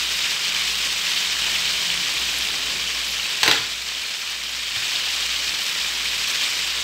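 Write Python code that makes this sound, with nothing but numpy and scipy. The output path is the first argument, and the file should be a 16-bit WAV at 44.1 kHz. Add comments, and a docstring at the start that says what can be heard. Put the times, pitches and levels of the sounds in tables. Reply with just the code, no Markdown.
"""You hear a thick stew boiling hard in a frying pan on a stove: steam hisses, films snap, small bubbles
ping and fat ones plop. Under it, two motors hum and beat against each other, and a low rumble swells
once as the camera is moved. At about 3.4 seconds something hard is knocked down and rattles in the small
kitchen, which makes the camera turn its volume down for about a second. A faint, dull bump follows."""
import sys
import numpy as np
from scipy import signal
from scipy.fft import rfft, irfft, next_fast_len
from scipy.io import wavfile
from scipy.ndimage import uniform_filter1d, minimum_filter1d, map_coordinates

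SR = 44100
rng = np.random.default_rng(int(sys.argv[2]) if len(sys.argv) > 2 else 0)


def bounce(signal):
    """Save signal as a 16-bit WAV file at the path given by the first command-line argument."""
    frames = np.transpose(np.atleast_2d(signal))
    limited = np.clip(frames, -1, 1)
    pcm = np.round(limited * 32767).astype(np.int16)
    wavfile.write(sys.argv[1], SR, pcm)


N = 301543

# How loud the boiling stew sounds as the camera moves. Each row: time in seconds, relative level in dB.
STEW_LOUDNESS = [(0, -25.3), (1.6, -24), (2.7, -26.5), (4.5, -26.6), (5.0, -26.2), (6.8, -26.0)]
# The boil wells up briefly. Each row: time of the peak in seconds, boost in dB.
BOIL_SURGES = [(4.88, 1.0), (6.42, 1.5)]
# The tone of steam and snapping films. Each row: frequency in Hz, relative level in dB.
SIZZLE_TONE = [(30, -56), (150, -34.5), (400, -18.5), (750, -18.5), (1100, -11.5), (1450, -9.5), (2300, -4),
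               (3050, -3.5), (4000, -2), (5200, -3.5), (6300, -8.5), (8200, -10.5), (9200, -22.5),
               (15800, -23)]
# Flurries of spitting at the rim. Each row: time of the peak in seconds, boost in dB.
RIM_FLURRIES = [(2.38, 6), (3.1, 7), (4.52, 6), (5.68, 6)]
# The loudest single bubbles. Each row: start in seconds, relative level in dB, starting pitch in Hz.
LOUD_POPS = [(1.2727, -9, 3600), (1.421, -9.5, 3066), (1.902, -10.5, 3030), (1.9762, -11, 3276),
             (2.487, -9, 3400), (3.1977, -11, 2780), (3.2312, -11, 3850), (4.9597, -8, 3690),
             (5.4937, -9, 4300), (6.413, -9.5, 3010)]
# How the air in the pan rings. Each row: pitch in Hz, width in Hz, strength in dB.
PAN_RESONANCES = [(1055, 100, -18), (1723, 240, -12.5), (2423, 230, -6), (3036, 360, -5),
                  (3662, 153, -12.5)]
# The kitchen's echo. Each row: frequency in Hz, seconds to fade by 60 dB.
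ECHO_TIMES = [(100, 0.68), (500, 0.34), (3000, 0.55), (8000, 0.51), (15000, 0.234)]
# The two motors. Each row: pitch in Hz, level in dB.
MOTOR_HUMS = [(57.9, -56), (59.22, -53.5)]
# The tone of the kitchen's low background. Each row: frequency in Hz, relative level in dB.
RUMBLE_TONE = [(22, -26), (40, -11), (80, -12), (135, -0.5), (220, 0), (350, -1), (600, -2.5), (1200, -6),
               (4000, -41)]
# The dull drone in the swell. Each row: pitch in Hz, width in Hz, relative level in dB.
DRONE_RESONANCES = [(54.2, 8, 2.5), (131.2, 28.5, -5.5)]
# The falling object's hits. Each row: start in seconds, relative clack and thud levels in dB.
KNOCK_HITS = [(3.4316, -6.5, -25), (3.4357, -9, -29), (3.4614, -13, -20), (3.4777, -6, -23),
              (3.4816, -9.5, -12.3), (3.489, -26, -19.5), (3.5128, -4.8, -34)]
# The tones of a hit's bright clack and dull thud. Each row: frequency in Hz, relative level in dB.
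CLACK_TONE = [(200, -23.5), (800, -11.5), (1500, -0.5), (2100, 2.5), (3800, 1), (5200, -4), (6500, -11.5),
              (8200, -12), (9500, -24.5), (15800, -19)]
THUD_TONE = [(50, -30), (100, 3), (170, -13), (260, -7), (420, 0), (560, -5.5), (800, 0), (1300, -1.5),
             (2500, -21), (8000, -52)]
# The notes the object rings with. Each row: pitch in Hz, relative level in dB, seconds to fade by 60 dB.
OBJECT_NOTES = [(110, -4, 0.26), (196, -8.5, 0.28), (253, -9, 0.23), (424, 0, 0.13), (452, 5, 0.29),
                (850, -2, 0.21), (1200, -9, .16), (1420, -4, 0.19), (1900, -5.5, .15), (2250, -17.5, .12),
                (2960, 0, .2), (3490, -2, 0.19), (3850, -6, .14), (4600, 2.5, .17), (4600, -12.5, 0.23)]


def amp(db):
    """Turn decibels into a number to multiply a sound by."""
    return 10 ** (np.asarray(db) / 20)


def unit(x):
    """Scale a signal so that its average strength (rms) is 1."""
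    return x / np.sqrt(np.mean(x ** 2) + 1e-20)


def along(points, hz):
    """Read between a table's rows on a logarithmic frequency scale."""
    freqs, values = np.transpose(points)
    return np.interp(np.log(hz + 1), np.log(freqs), values)


def wobble(rate):
    """A smooth curve through `rate` random values a second."""
    return map_coordinates(rng.standard_normal(int(N * rate / SR) + 4), [np.arange(N) * rate / SR])


def swell(at_s, rise_s, fall_s):
    """A bell-shaped curve that reaches 1 at the given second."""
    t = np.arange(N) / SR - at_s
    return np.exp(-(t / np.where(t < 0, rise_s, fall_s)) ** 2)


def filtered(x, response):
    """Multiply each frequency in a sound by response(hz)."""
    size = next_fast_len(len(x) + SR // 2)
    return irfft(rfft(x, size) * response(np.fft.rfftfreq(size, 1 / SR)), size)[:len(x)]


def resonances(hz, peaks):
    """A filter response that favours the frequencies around each peak."""
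    return sum(amp(db) * 1j * hz * width / (pitch ** 2 - hz ** 2 + 1j * hz * width)
               for pitch, width, db in peaks)


def coloured(x, tone, size=4096):
    """Give a sound the tone in a table while clicks keep their sharp start."""
    cepstrum = irfft(np.log(amp(along(tone, np.fft.rfftfreq(size, 1 / SR)))))
    # Folding onto the first half makes the filter ring only after a click, never before.
    cepstrum[1:size // 2] *= 2
    cepstrum[size // 2 + 1:] = 0
    return signal.fftconvolve(x, irfft(np.exp(rfft(cepstrum))))[:len(x)]


def add(track, start_s, sound):
    """Mix a sound into the track at the given second."""
    start = round(start_s * SR)
    track[start:start + len(sound)] += sound[:N - start]


def hiss(patchy_db):
    """Many small steam jets make noise in which each patch of pitch and time has its own strength."""
    noise = signal.stft(rng.standard_normal(N), nperseg=128)[2]
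    patches = uniform_filter1d(rng.standard_normal(noise.shape), size=6, axis=0)
    patches = uniform_filter1d(patches, size=8, axis=1)
    return signal.istft(noise * amp(patchy_db * unit(patches)), nperseg=128)[1][:N]


def snaps(count, scatter_db):
    """Thin films of stew tear with sharp clicks at random moments."""
    strength = amp(scatter_db * np.clip(rng.standard_normal(count), -2.5, 2.5))
    return unit(np.bincount(rng.integers(0, N, count), strength * rng.choice([-1, 1], count), N))


def bubble(t, hz, cycles, rise):
    """A burst bubble rings for a few cycles, its pitch rising as its mouth opens."""
    age = t * hz / cycles
    return np.sin(2 * np.pi * hz * t * (1 + rise * np.minimum(age, 2) / 2)) * np.exp(-2 * age)


def bubbles(count, hz, spread, cycles, rise, scatter_db, samples):
    """A swarm of bubbles bursts, each with a random moment, pitch, length and strength."""
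    pitch, life, strength = np.clip(rng.standard_normal((count, 3)), -2.6, 2.6).T[:, :, None]
    rings = bubble(np.arange(samples) / SR, hz * np.exp(spread * pitch), cycles * np.exp(life / 2), rise)
    rings *= amp(scatter_db * strength)
    positions = rng.integers(0, N, (count, 1)) + np.arange(samples)
    return unit(np.bincount(positions.ravel(), rings.ravel(), N)[:N])


def rim_spits():
    """The finest bubbles spit at the rim, far higher in pitch than the rest, in flurries of their own."""
    spits = bubbles(count=3500, hz=12200, spread=0.18, cycles=3.2, rise=0.05, scatter_db=5, samples=100)
    flurry_db = sum(db * swell(at_s, rise_s=0.06, fall_s=0.06) for at_s, db in RIM_FLURRIES)
    return amp(flurry_db + 1.46 * wobble(4.9) + 1.7 * wobble(45)) * spits


def kitchen_echo(x):
    """The tiled room echoes a sound, and each frequency dies away at its own speed."""
    hz, t, noise = signal.stft(rng.standard_normal(SR * 2 // 3), SR, nperseg=256)
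    fade = amp(-60 * t / along(ECHO_TIMES, hz)[:, None])
    tail = signal.istft(noise * fade, SR, nperseg=256)[1]
    tail = np.pad(tail, (SR // 200, 0))  # the echo starts 5 ms late
    return signal.fftconvolve(x, tail / np.linalg.norm(tail))[:N]


def stew():
    """The heat drives steam, snapping films and three sizes of bubble; the air in the pan rings along."""
    level_db = np.interp(np.arange(N) / SR, *np.transpose(STEW_LOUDNESS)) - 0.28
    level_db += sum(db * swell(at_s, rise_s=0.12, fall_s=0.12) for at_s, db in BOIL_SURGES)
    spurts = amp(0.2 * wobble(9) + 0.34 * wobble(45) + 0.37 * wobble(220))
    steam = amp(-2.5) * unit(coloured(hiss(patchy_db=1.95), SIZZLE_TONE))
    crackle = amp(-4) * unit(coloured(snaps(count=24000, scatter_db=4), SIZZLE_TONE))
    pings = amp(-6.5) * bubbles(count=6000, hz=3260, spread=0.2297, cycles=9.2, rise=0.1377,
                                scatter_db=2.5, samples=600)
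    plops = amp(-22) * bubbles(count=2200, hz=1306, spread=0.292, cycles=5.52, rise=0.11,
                               scatter_db=1.5, samples=1000)
    crackle *= amp(0.8 * wobble(28) + 0.765 * wobble(110))  # films tear in short clusters
    sound = amp(level_db) * spurts * (steam + pings + plops + crackle + amp(-24.5) * rim_spits())
    t = np.arange(SR // 40) / SR
    for start_s, db, hz in LOUD_POPS:
        add(sound, start_s, amp(db - 3.5) * bubble(t, hz, cycles=9.84, rise=0.087))
    sound = filtered(sound, lambda hz: 1 + resonances(hz, PAN_RESONANCES))
    return sound + amp(-15.5) * kitchen_echo(sound)


def motors():
    """Two motors drift in and out of step; a note at three times one's pitch swells once and wavers."""
    t = np.arange(N) / SR
    hum = sum(amp(db) * np.sin(2 * np.pi * hz * t) for hz, db in MOTOR_HUMS)
    overtone_hz = 3 * MOTOR_HUMS[1][0]
    overtone_db = -61 + 9 * swell(at_s=1.57, rise_s=1.4, fall_s=0.6) + 2.2 * wobble(5.6)
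    overtone = amp(overtone_db) * np.sin(2 * np.pi * overtone_hz * t + 1.05 * wobble(9))
    return np.sqrt(2) * (hum + overtone)


def rumble():
    """The kitchen's low background swells once, along with a dull drone, as the camera is moved."""
    movement = swell(at_s=2.52, rise_s=1.0, fall_s=0.47)
    background = amp(wobble(8)) * unit(coloured(rng.standard_normal(N), RUMBLE_TONE))
    drone = unit(filtered(rng.standard_normal(N), lambda hz: resonances(hz, DRONE_RESONANCES)))
    return amp(-51) * background + movement * (amp(-50.5) * background + amp(-49) * drone)


def impact(t, tone, fade_s):
    """A hit makes a puff of noise that fades by 60 dB in fade_s seconds."""
    return unit(coloured(rng.standard_normal(len(t)), tone)) * amp(-60 * t / fade_s)


def knock():
    """A hard object lands and rocks: each hit's weight rings the low notes, its clack the high ones."""
    sound, t = np.zeros(N), np.arange(SR // 2) / SR
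    for start_s, clack_db, thud_db in KNOCK_HITS:
        add(sound, start_s, amp(clack_db + 2) * impact(t, CLACK_TONE, fade_s=0.025))
        add(sound, start_s, amp(thud_db) * impact(t, THUD_TONE, fade_s=0.063))
        for hz, db, fade_s in OBJECT_NOTES:
            blow_db = thud_db + 4.5 if hz < 600 else clack_db
            ring = np.sin(2 * np.pi * (hz * t + rng.random())) * amp(-60 * t / fade_s)
            add(sound, start_s, amp(blow_db + db - 24 + rng.normal(0, 2.4)) * ring)
    return sound + amp(-1.5) * kitchen_echo(sound)


def bump(start_s, hz, fade_s):
    """One faint, dull bump: a low note that dies away quickly."""
    sound, t = np.zeros(N), np.arange(SR // 4) / SR
    add(sound, start_s, amp(-35.5) * np.sin(2 * np.pi * hz * t) * amp(-60 * t / fade_s))
    return sound


def scene():
    """All the sounds meet at one microphone."""
    return (stew() + motors() + rumble() + knock() + bump(start_s=4.768, hz=112, fade_s=0.176))[None]


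def gain_control(x, threshold_db, max_cut_db, hold_s, release_s):
    """A loud sound pulls the volume down at once; it stays down, then glides back."""
    level_db = 10 * np.log10(np.abs(uniform_filter1d(x ** 2, size=SR // 200)) + 1e-12)
    needed_db = np.clip(threshold_db - level_db, -max_cut_db, 0)
    half_hold, half_glide = int(hold_s * SR / 2), int(release_s * SR / 2)
    held_db = minimum_filter1d(needed_db, 2 * half_hold + 1, origin=half_hold)
    gliding_db = uniform_filter1d(held_db, 2 * half_glide + 1, origin=half_glide)
    return x * amp(np.minimum(held_db, gliding_db))


def record(dry):
    """The camera drops the deepest bass and top treble, turns down after loud sounds and rounds peaks."""
    bass_limit_hz, treble_limit_hz = 42.7, 15750
    thinned = filtered(dry[0], lambda hz: 1 - np.exp(-(hz / bass_limit_hz) ** 4))
    turned_down = gain_control(thinned, threshold_db=-11, max_cut_db=3, hold_s=1.204, release_s=0.12)
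    rounded = turned_down / (1 + turned_down ** 6) ** (1 / 6)
    return filtered(rounded, lambda hz: hz < treble_limit_hz)[None]


dry = scene()
out = record(dry)
bounce(out)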